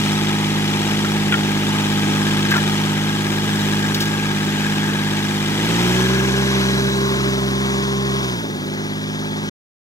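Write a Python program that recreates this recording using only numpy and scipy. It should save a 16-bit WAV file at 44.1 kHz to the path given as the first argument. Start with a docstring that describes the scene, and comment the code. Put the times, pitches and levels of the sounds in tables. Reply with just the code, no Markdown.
"""Diesel tractor with a loader

A three-cylinder diesel tractor idles fast on gravel, to the left of a stereo pair, while its loader lifts;
then it revs up, backs away and settles. The exhaust and whining gears are sums of tones locked to the firings,
knock is clicks ringing in the metal, fan and valve roar is pulsing noise, and the steel forks clank and rattle
as short dying rings and noise. The sound is cut off near the end."""
import sys
import numpy as np
from scipy import signal
from scipy.fft import rfft, irfft, next_fast_len
from scipy.io import wavfile
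from scipy.ndimage import uniform_filter1d, map_coordinates

SR = 44100
rng = np.random.default_rng(int(sys.argv[2]) if len(sys.argv) > 2 else 0)


def gain_from_db(level_db):
    """Convert decibel levels to linear amplitude factors (20 dB per decade)."""
    decades = np.asarray(level_db, float) / 20
    return 10 ** decades


def file_out(sig):
    """Save sig as 16-bit WAV at sys.argv[1]."""
    # one column per channel
    cols = np.atleast_2d(sig).T
    # limit, then scale
    lim = np.clip(cols, -1, 1)
    pcm = np.round(lim * 32767).astype(np.int16)
    wavfile.write(sys.argv[1], SR, pcm)


N = 440997  # samples, about 10 s

# how far the tractor has backed away and to the side: start_s, distance (0 near to 1 far)
AWAY = [(0, 0.02), (5.6, 0.05), (6, 0.15), (6.6, 0.54), (7.2, 0.83), (8.5, 1), (10, 1)]


def unit(x):
    """Scale to rms 1."""
    return x / np.sqrt(np.mean(x ** 2) + 1e-20)


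def along(points, hz):
    """Read a table of (Hz, value) points, spaced evenly in pitch."""
    point_hz, value = np.transpose(points)
    return np.interp(np.log(hz + 1), np.log(point_hz + 1), value)


def curves(rows):
    """One value per sample for each column after the time."""
    start_s, *columns = np.transpose(rows)
    return [np.interp(np.arange(N) / SR, start_s, column) for column in columns]


def wobble(rate, size=N):
    """A smooth random curve over the whole length, with rate random points a second."""
    knots = N * rate / SR
    return map_coordinates(rng.standard_normal(int(knots) + 4), [np.arange(size) * knots / size])


def filtered(x, response):
    """Multiply the spectrum of x by a response, real or complex, of frequency."""
    padded = next_fast_len(N + 8192)
    spectrum = rfft(x, padded) * response(np.fft.rfftfreq(padded, 1 / SR))
    return irfft(spectrum, padded)[..., :N]


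def coloured(x, spectrum):
    """Shape x by (Hz, dB) points, then bring it to rms 1."""
    return unit(filtered(x, lambda hz: gain_from_db(along(spectrum, hz))))


def speed():
    """Engine speed in firings per second, before its small random hunting."""
    # engine speed over time: start_s, firings_hz
    speed_rows = [(0.0, 51.51), (3.94, 51.45), (4.08, 52.3), (4.3, 51.4), (5.5, 51.25), (5.57, 51.75),
                  (5.82, 59.13), (5.98, 62.2), (6.1, 64), (6.38, 65.34), (7.06, 65.75), (8.2, 65.95),
                  (8.33, 62.03), (8.41, 55.85), (8.5, 51.4), (8.6, 50), (8.91, 51.51), (9.5, 51.64)]
    return curves(speed_rows)[0]


def revved():
    """How far the engine has revved up: 0 at working idle, 1 at raised speed."""
    idle_hz, span_hz = 51.26, 15.1
    return np.clip((speed() - idle_hz) / span_hz, 0, 1)


def firings():
    """Add up the speed to count firings so far; the governor hunts a little about the set speed."""
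    hunt_hz = 0.2
    return np.cumsum(speed() + hunt_hz * wobble(6)) / SR + .3


def level(idle_db, revved_db, push_db, reach_share):
    """Level of a layer in dB: gains revved_db at raised speed, push_db per Hz/s of speeding up."""
    # change in level as the tractor shifts and backs away: start_s, reach_db
    reach_rows = [(0, 0), (.5, -0.5), (2.4, 0.5), (3, -0.9), (5.4, -1.5), (5.9, -0.5), (6.4, -2.5),
                  (7.3, -5), (8.1, -5.5), (8.5, -8), (9.5, -7.5)]
    rise = np.gradient(speed()) * SR  # Hz per second
    push = np.clip(uniform_filter1d(rise, SR // 10), 0, None)  # speeding up only
    return idle_db + revved_db * revved() + push_db * push + reach_share * curves(reach_rows)[0]


def pump(turns):
    """Gear teeth of the hydraulic pump and timing train whine at fixed multiples of the firing rate."""
    # gear tooth tones: multiple of the firing rate
    gear_multiples = np.array([14, 16, 17])
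    # level of the middle tone, strongest until the engine drops back to idle, higher while the pump works:
    # start_s, level_db
    whine_rows = [(0, -33.5), (2, -36), (3.5, -38), (6.5, -40), (7.1, -34), (7.5, -35.5), (8.2, -35),
                  (8.7, -45.5), (9.5, -48.5)]
    whine_db = curves(whine_rows)[0]
    levels_db = whine_db - 8, whine_db, -43  # the timing train stays steady
    tones = 0
    for k, tone_db in zip(gear_multiples, levels_db):
        loudness = gain_from_db(tone_db + 2.5 * wobble(5))
        tones = tones + loudness * np.cos(2 * np.pi * k * turns + .008 * k * wobble(12))
    load = 1 + 0.22 * np.cos(2 * np.pi * turns)  # each firing presses the teeth together
    return load * tones


def roar(turns):
    """Fan and valve gear: patchy noise pulses twice a firing and once a cycle, and changes colour with distance."""
    # roar close by: pitch_hz, relative level_db
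    near_colour = [(500, -96), (700, -66.5), (850, -53), (1150, -61), (2200, -58), (3300, -60),
                   (4200, -64.5), (6200, -69.5), (7800, -68.5), (9000, -82.5), (11000, -74), (13000, -89.5),
                   (16000, -110)]
    # roar further off: pitch_hz, relative level_db
    far_colour = [(500, -80.5), (700, -61), (1150, -59), (1600, -62.5), (2200, -62), (2800, -66.5),
                  (3500, -60.5), (4200, -67), (6200, -68), (7500, -73.5), (9000, -77), (11000, -76.5),
                  (13000, -82.5), (16000, -90)]
    # low churning noise: pitch_hz, relative level_db
    churn_colour = [(30, -87), (85, -73.5), (150, -55.5), (260, -57.5), (400, -54), (480, -69.5),
                    (620, -62), (800, -84)]
    # a bright hiss swells as the tractor pulls away: start_s, level_db
    swell_rows = [(0, -70), (5.5, -62.5), (5.9, -38.5), (6.6, -38.5), (7.2, -43.5), (8.2, -50), (8.6, -65)]
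    # colour of that hiss: pitch_hz, relative level_db
    swell_colour = [(4000, -40), (5300, 0), (6100, 9), (7000, -11), (9000, -19.5), (11500, -21),
                    (14000, -13.5), (16000, -30)]
    away = curves(AWAY)[0]

    # patches: neighbouring pitches and moments rise and fall together
    z = signal.stft(rng.standard_normal((3, N)), nperseg=512)[2]
    field = uniform_filter1d(rng.standard_normal(z.shape), 6, 1)
    field = uniform_filter1d(field, 10, 2)
    noise = signal.istft(z * gain_from_db(1.08 * unit(field)), nperseg=512)[1][:, :N]

    twice_a_firing = 1.1 * np.cos(4 * np.pi * turns - .6)
    once_a_cycle = .8 * np.cos(2 * np.pi * turns / 3)
    pulse = gain_from_db(twice_a_firing + once_a_cycle) * gain_from_db(0.35 * wobble(150))

    near = np.sqrt(1 - away) * coloured(pulse * noise[0], near_colour)
    far = np.sqrt(away) * coloured(pulse * noise[1], far_colour)
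    roar_db = level(idle_db=-27.5, revved_db=4, push_db=0.0479, reach_share=0.56)
    churn_db = level(idle_db=-32, revved_db=3.5, push_db=0.05, reach_share=0.5)
    body = gain_from_db(roar_db + 0.57 * wobble(4.5)) * (near + far)
    churn = gain_from_db(churn_db + 1.8 * wobble(2.9)) * coloured(noise[2], churn_colour)
    swell = gain_from_db(curves(swell_rows)[0]) * coloured(pulse * rng.standard_normal(N), swell_colour)
    return body + churn + swell


def forks():
    """Loose forks clank in their frame, each contact at its own pitch; thin parts rattle brightly."""
    # fork clanks: start_s, level_db, pitch_hz of the main ring, extra_db of the upper rings
    clanks = [(1.046, -16, 1380, 0), (1.3226, -11, 1500, 7.5), (1.328, -12, 1407, -2),
              (1.34, -11.5, 1394, 7.5), (2.5157, -6, 1596, -4), (2.5244, -10, 1660, -5),
              (2.5388, -9.5, 1550, -1.5), (2.552, -10.5, 1353, -3), (2.5614, -8.5, 1382, -4),
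              (2.566, -15, 1046, -6), (2.5785, -14.5, 1720, -1)]
    # rings of the fork steel: ratio to the main ring, relative level_db, time to fall 60 dB in s
    fork_rings = [(.72, -8.5, 0.033), (1, -0.5, 0.067), (1.12, -11.5, 0.078), (1.32, -9, 0.051),
                  (1.6, -6.5, 0.028), (1.85, -11, .03), (2.25, -8, .035)]
    # bright rattles as the boom stops: start_s, level_db, time to fall 60 dB in s
    rattles = [(2.506, -20, 0.081), (2.565, -20, .05), (3.944, -15.5, .06), (4.003, -17.5, .12),
               (4.02, -29, .07), (4.055, -25.5, .06)]
    # colour of the rattles: pitch_hz, relative level_db
    rattle_colour = [(1500, -27), (3000, 7.5), (5500, 5.5), (8000, -6.5), (15000, -8)]
    steel, rattle = np.zeros(N + SR), np.zeros(N + SR)
    t = np.arange(SR // 4) / SR

    for start_s, clank_db, pitch_hz, upper_db in clanks:
        ring = 0
        for ratio, ring_db, fall_s in fork_rings:
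            start_db = ring_db + upper_db * (ratio > 1.2) + rng.normal(0, 2)
            ring = ring + gain_from_db(start_db - 60 * t / fall_s) * np.sin(2 * np.pi * pitch_hz * ratio * t)
        ring = ring * (1 - np.exp(-t / .0004))  # soft start
        band = signal.butter(1, [300, 2500], 'band', fs=SR)
        crack = signal.lfilter(*band, rng.standard_normal(len(t)))  # the crack of contact
        place = steel[round(start_s * SR):][:len(t)]
        place += gain_from_db(clank_db - 2.0) * ring
        place += gain_from_db(clank_db - 4.5 - 60 * t / 0.012) * crack

    for start_s, rattle_db, fall_s in rattles:
        burst = gain_from_db(rattle_db - 60 * t / fall_s) * (1 - np.exp(-t / .001))
        rattle[round(start_s * SR):][:len(t)] += burst
    return steel[:N] + rattle[:N] * coloured(rng.standard_normal(N), rattle_colour)


def rung(force, body):
    """Let the blows ring a set of resonances, each with its own level for each cylinder."""
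    def response(hz):
        total = 0
        for centre, width, *cylinder_db in body:
            resonance = 1j * hz * width / (centre * centre - hz * hz + 1j * hz * width)
            total = total + gain_from_db(cylinder_db)[:, None] * resonance
        return total
    return unit(filtered(force, response))


def knock(turns, count=14):
    """Each firing is a blow, then valve and injector taps at set crank angles; one row per cylinder."""
    # rings of block and panels: pitch_hz, width_hz, relative level_db for cylinders 1, 2 and 3
    block = [(776, 24, -0.5, 2, -9), (950, 120, -7, -3.5, -11.5), (1290, 60, -5.5, -3.5, -7.5),
             (1500, 57, -20.5, -8, -8.5), (1943, 250, -10, -3, -8.5), (2408, 130, -0.5, -9, -6),
             (3110, 420, -8, -1.5, -8), (3406, 570, -4, -17.5, -3), (4260, 340, -28.5, -29, -19),
             (5330, 470, -8.5, -14.5, -17), (7800, 540, -21, -16, -40), (11000, 2500, -38.5, -34.5, -37)]
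    # a panel that rings more as the boom uncovers it: same columns as the block
    hood = [(1626, 43, 2, 0.79, 1), (1675, 45, -1.5, -1.5, -4.5)]
    # level of the hood ring: start_s, level_db
    hood_rows = [(0, -41.5), (1, -41.5), (1.9, -39), (2.3, -35), (2.8, -36.5), (3.9, -34.5), (4.9, -35),
                 (5.3, -37), (5.85, -39.5), (6, -34.5), (6.7, -38), (7.3, -48), (9.3, -44.5)]
    # a small part that buzzes at raised speed: same columns as the block
    bracket = [(3900, 45, .5, -1.5, -.5)]
    # level of the bracket buzz: start_s, level_db
    buzz_rows = [(0, -57), (5.5, -59.5), (6.1, -48.5), (6.45, -37.5), (7.1, -36), (7.5, -51.5), (8.2, -62)]

    total = int(turns[-1])
    cylinder = np.arange(total) % 3
    angle = np.sort(rng.random((3, count))) * (np.arange(count) > 0)  # part of a firing; the blow is at 0
    size_db = -17 * angle + 1.9 * rng.standard_normal((3, count))
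    size = rng.choice([-1, 1], (3, count)) * gain_from_db(size_db)
    play, strength = rng.standard_normal((2, total, count))
    when = np.arange(total)[:, None] + angle[cylinder] + .0015 * play  # a little play in the parts
    hit = size[cylinder] * gain_from_db(1.8 * strength) * (when > turns[0])

    # place the hits in three rows laid end to end, one per cylinder
    at = np.interp(when, turns, np.arange(N)).round().astype(int) + N * cylinder[:, None]
    force = np.bincount(at.ravel(), hit.ravel(), 3 * N).reshape(3, N)
    force = signal.lfilter([1], [1, -.5], force)  # taps last a moment, so the highest treble is weak

    knock_db = level(idle_db=-31.5, revved_db=-1, push_db=0.0534, reach_share=1.57)
    block_ring = gain_from_db(knock_db + 1.2 * wobble(3)) * rung(force, block)
    hood_ring = gain_from_db(curves(hood_rows)[0] + 0.77 * wobble(2.85)) * rung(force, hood)
    buzz = gain_from_db(curves(buzz_rows)[0]) * rung(force, bracket)
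    return block_ring + hood_ring + buzz


def exhaust(turns, count=12):
    """Pulses as tones at thirds of the firing rate: low even multiples line up as two dips a firing, odd lag."""
    # whole multiples: multiple of the firing rate, relative level_db at working idle, revved, idling far off
    orders = [(1, -20.5, -8, -18.5), (2, -7, 1, -6.5), (3, -2, 2, -1.5), (4, 0.5, -12, 0.5),
              (5, -9, -12, -3), (6, -9.5, 0, -11.5), (7, -10.5, -21, -11.5), (8, -19.5, -29, -19.5),
              (9, -18.5, -16, -23), (10, -40.5, -32, -19.5), (11, -28, -28, -16.5), (12, -31.5, -38, -26.5)]
    # outline of the thirds between, which unequal cylinders add: same columns
    thirds = [(.33, -50.5, -48, -47.5), (1.5, -38, -40, -35), (2.5, -24.5, -23, -22),
              (4.5, -25.5, -19, -24.5), (6.5, -21.5, -20, -18.5), (7.5, -26.5, -22.5, -13),
              (9.5, -31.5, -26, -27), (11.7, -31.5, -39.5, -28.5)]
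    # worked out at one sample in every count, as all the tones are low
    turns, away, rev = turns[::count], curves(AWAY)[0][::count], revved()[::count]
    chance = rng.uniform(0, 2 * np.pi, size=64)
    outline_k, *outline = np.transpose(thirds)
    tones = 0
    for third in range(1, 3 * len(orders) + 1):
        k = third / 3  # multiple of the firing rate
        if third % 3:
            idle_db, revved_db, distant_db = [np.interp(k, outline_k, column) for column in outline]
        else:
            idle_db, revved_db, distant_db = orders[third // 3 - 1][1:]
        upper_db = 5 * (third % 3 == 2)  # at idle the upper third of each pair is stronger
        resting_db = (1 - away) * idle_db + away * distant_db + upper_db
        tone_db = (1 - rev) * resting_db + rev * revved_db
        if third % 3 or k > 7.5:
            phase = chance[third]
        else:
            phase = np.pi + third % 2 * (2.4 - 0.61 * rev) * (1 - np.exp((1 - k) / 2))
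        drift = 0.0031 * k * wobble(11, size=len(turns))
        loudness = gain_from_db(tone_db + .8 * wobble(3, size=len(turns)))
        tones = tones + loudness * np.cos(2 * np.pi * k * turns + phase + drift)
    exhaust_db = level(idle_db=-20.5, revved_db=1.45, push_db=0.03, reach_share=1.15)
    return gain_from_db(exhaust_db) * signal.resample_poly(tones, count, 1)[:N]


def ports(tones, parts, noise):
    """Two stereo ports: a shared wave that leads on one side, plus differing scatter off gravel and steel."""
    # lead of the left port: pitch_hz, near_radians, far_radians
    lead_rows = [(0, .29, .44), (150, .3, .47), (320, .45, .85), (500, .8, 1.3), (800, 1.4, 2.0),
                 (1500, 1.35, 2.5), (2700, 1.6, 3.15), (3400, 2.3, 3.7), (4300, 3.0, 4.6), (5400, 4.4, 6.1),
                 (6700, 5.7, 7.5), (8500, 6.8, 9.3), (10600, 10, 12.4), (13200, 12.2, 17),
                 (16000, 12.8, 19.5)]
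    # balance: pitch_hz, left minus right level_db
    tilt_rows = [(60, -5), (110, -2.5), (200, -1), (380, -1.5), (700, 0), (1290, 4.5), (2380, 3), (4400, 0),
                 (8120, -1), (15000, -3)]
    # how much of the sound both ports share: pitch_hz, share (0 to 1)
    direct_rows = [(60, 0.94), (250, 0.9), (500, 0.83), (800, 1), (1100, 0.54), (1600, 0.9), (2200, 0.92),
                   (4000, 0.56), (6500, 0.36), (10000, 0.13), (14000, 0.24)]
    extra_lag = 2.5  # samples gained as the tractor moves to the side
    side, away = np.array([[1], [-1]]), curves(AWAY)[0]

    def share(hz):
        return np.clip(along(direct_rows, hz), 0, 1)

    def tilt(hz):
        return gain_from_db(side * along(tilt_rows, hz) / 2)

    lead_hz, near, far = np.transpose(lead_rows)
    far = far - 2 * np.pi * lead_hz * extra_lag / SR  # the plain delay follows below
    common = tones + filtered(parts.sum(0) + noise, lambda hz: np.sqrt(share(hz)))

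    def leading(lead):
        return filtered(common, lambda hz: np.exp(.5j * side * np.interp(hz, lead_hz, lead)) * tilt(hz))

    direct = (1 - away) * leading(near) + away * leading(far)
    lag = extra_lag * away / 2
    direct = np.array([map_coordinates(port, [np.arange(N) + sign * lag], order=5)
                       for port, sign in zip(direct, (1, -1))])

    # scattered roar: the same noise with random phases at each port
    z = signal.stft(noise, nperseg=512)[2]
    phases = np.exp(2j * np.pi * rng.random((2, *z.shape)))
    jumbled = 1.56 * signal.istft(z * phases, nperseg=512)[1][:, :N]

    # scattered knock: each part keeps its own paths, random echoes that fall 60 dB in 0.03 s
    dying = gain_from_db(-60 * np.arange(1300) / SR / .03)
    echoes = unit(rng.standard_normal((2, len(parts), 1300)) * dying) / np.sqrt(1300)
    echoed = signal.fftconvolve(parts[None], echoes, axes=2)[..., :N].sum(1)

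    scatter = filtered(jumbled + echoed, lambda hz: np.sqrt(1 - share(hz)) * tilt(hz))
    return (1 + 0.18 * away) * direct + (1 - 0.65 * away) * scatter  # a far source is a smaller point


def scene():
    """Engine, pump and forks at the two ports."""
    turns = firings()
    tones = exhaust(turns) + pump(turns) + forks()
    return ports(tones, knock(turns), roar(turns))


def band_limit(x):
    """A steep low-pass at the top of the band."""
    return signal.sosfilt(signal.butter(12, 16080, fs=SR, output="sos"), x)


def record(dry):
    """Remove the highest treble and fade the sound out within a few milliseconds near the end."""
    top_hz, cut_s, fade_s = 15700, 9.497, 0.0073
    fade = np.clip((cut_s - np.arange(N) / SR) / fade_s, 0, 1)
    mix = filtered(dry, lambda hz: hz < top_hz) * fade
    return band_limit(mix)


dry = scene()
out = record(dry)
file_out(out)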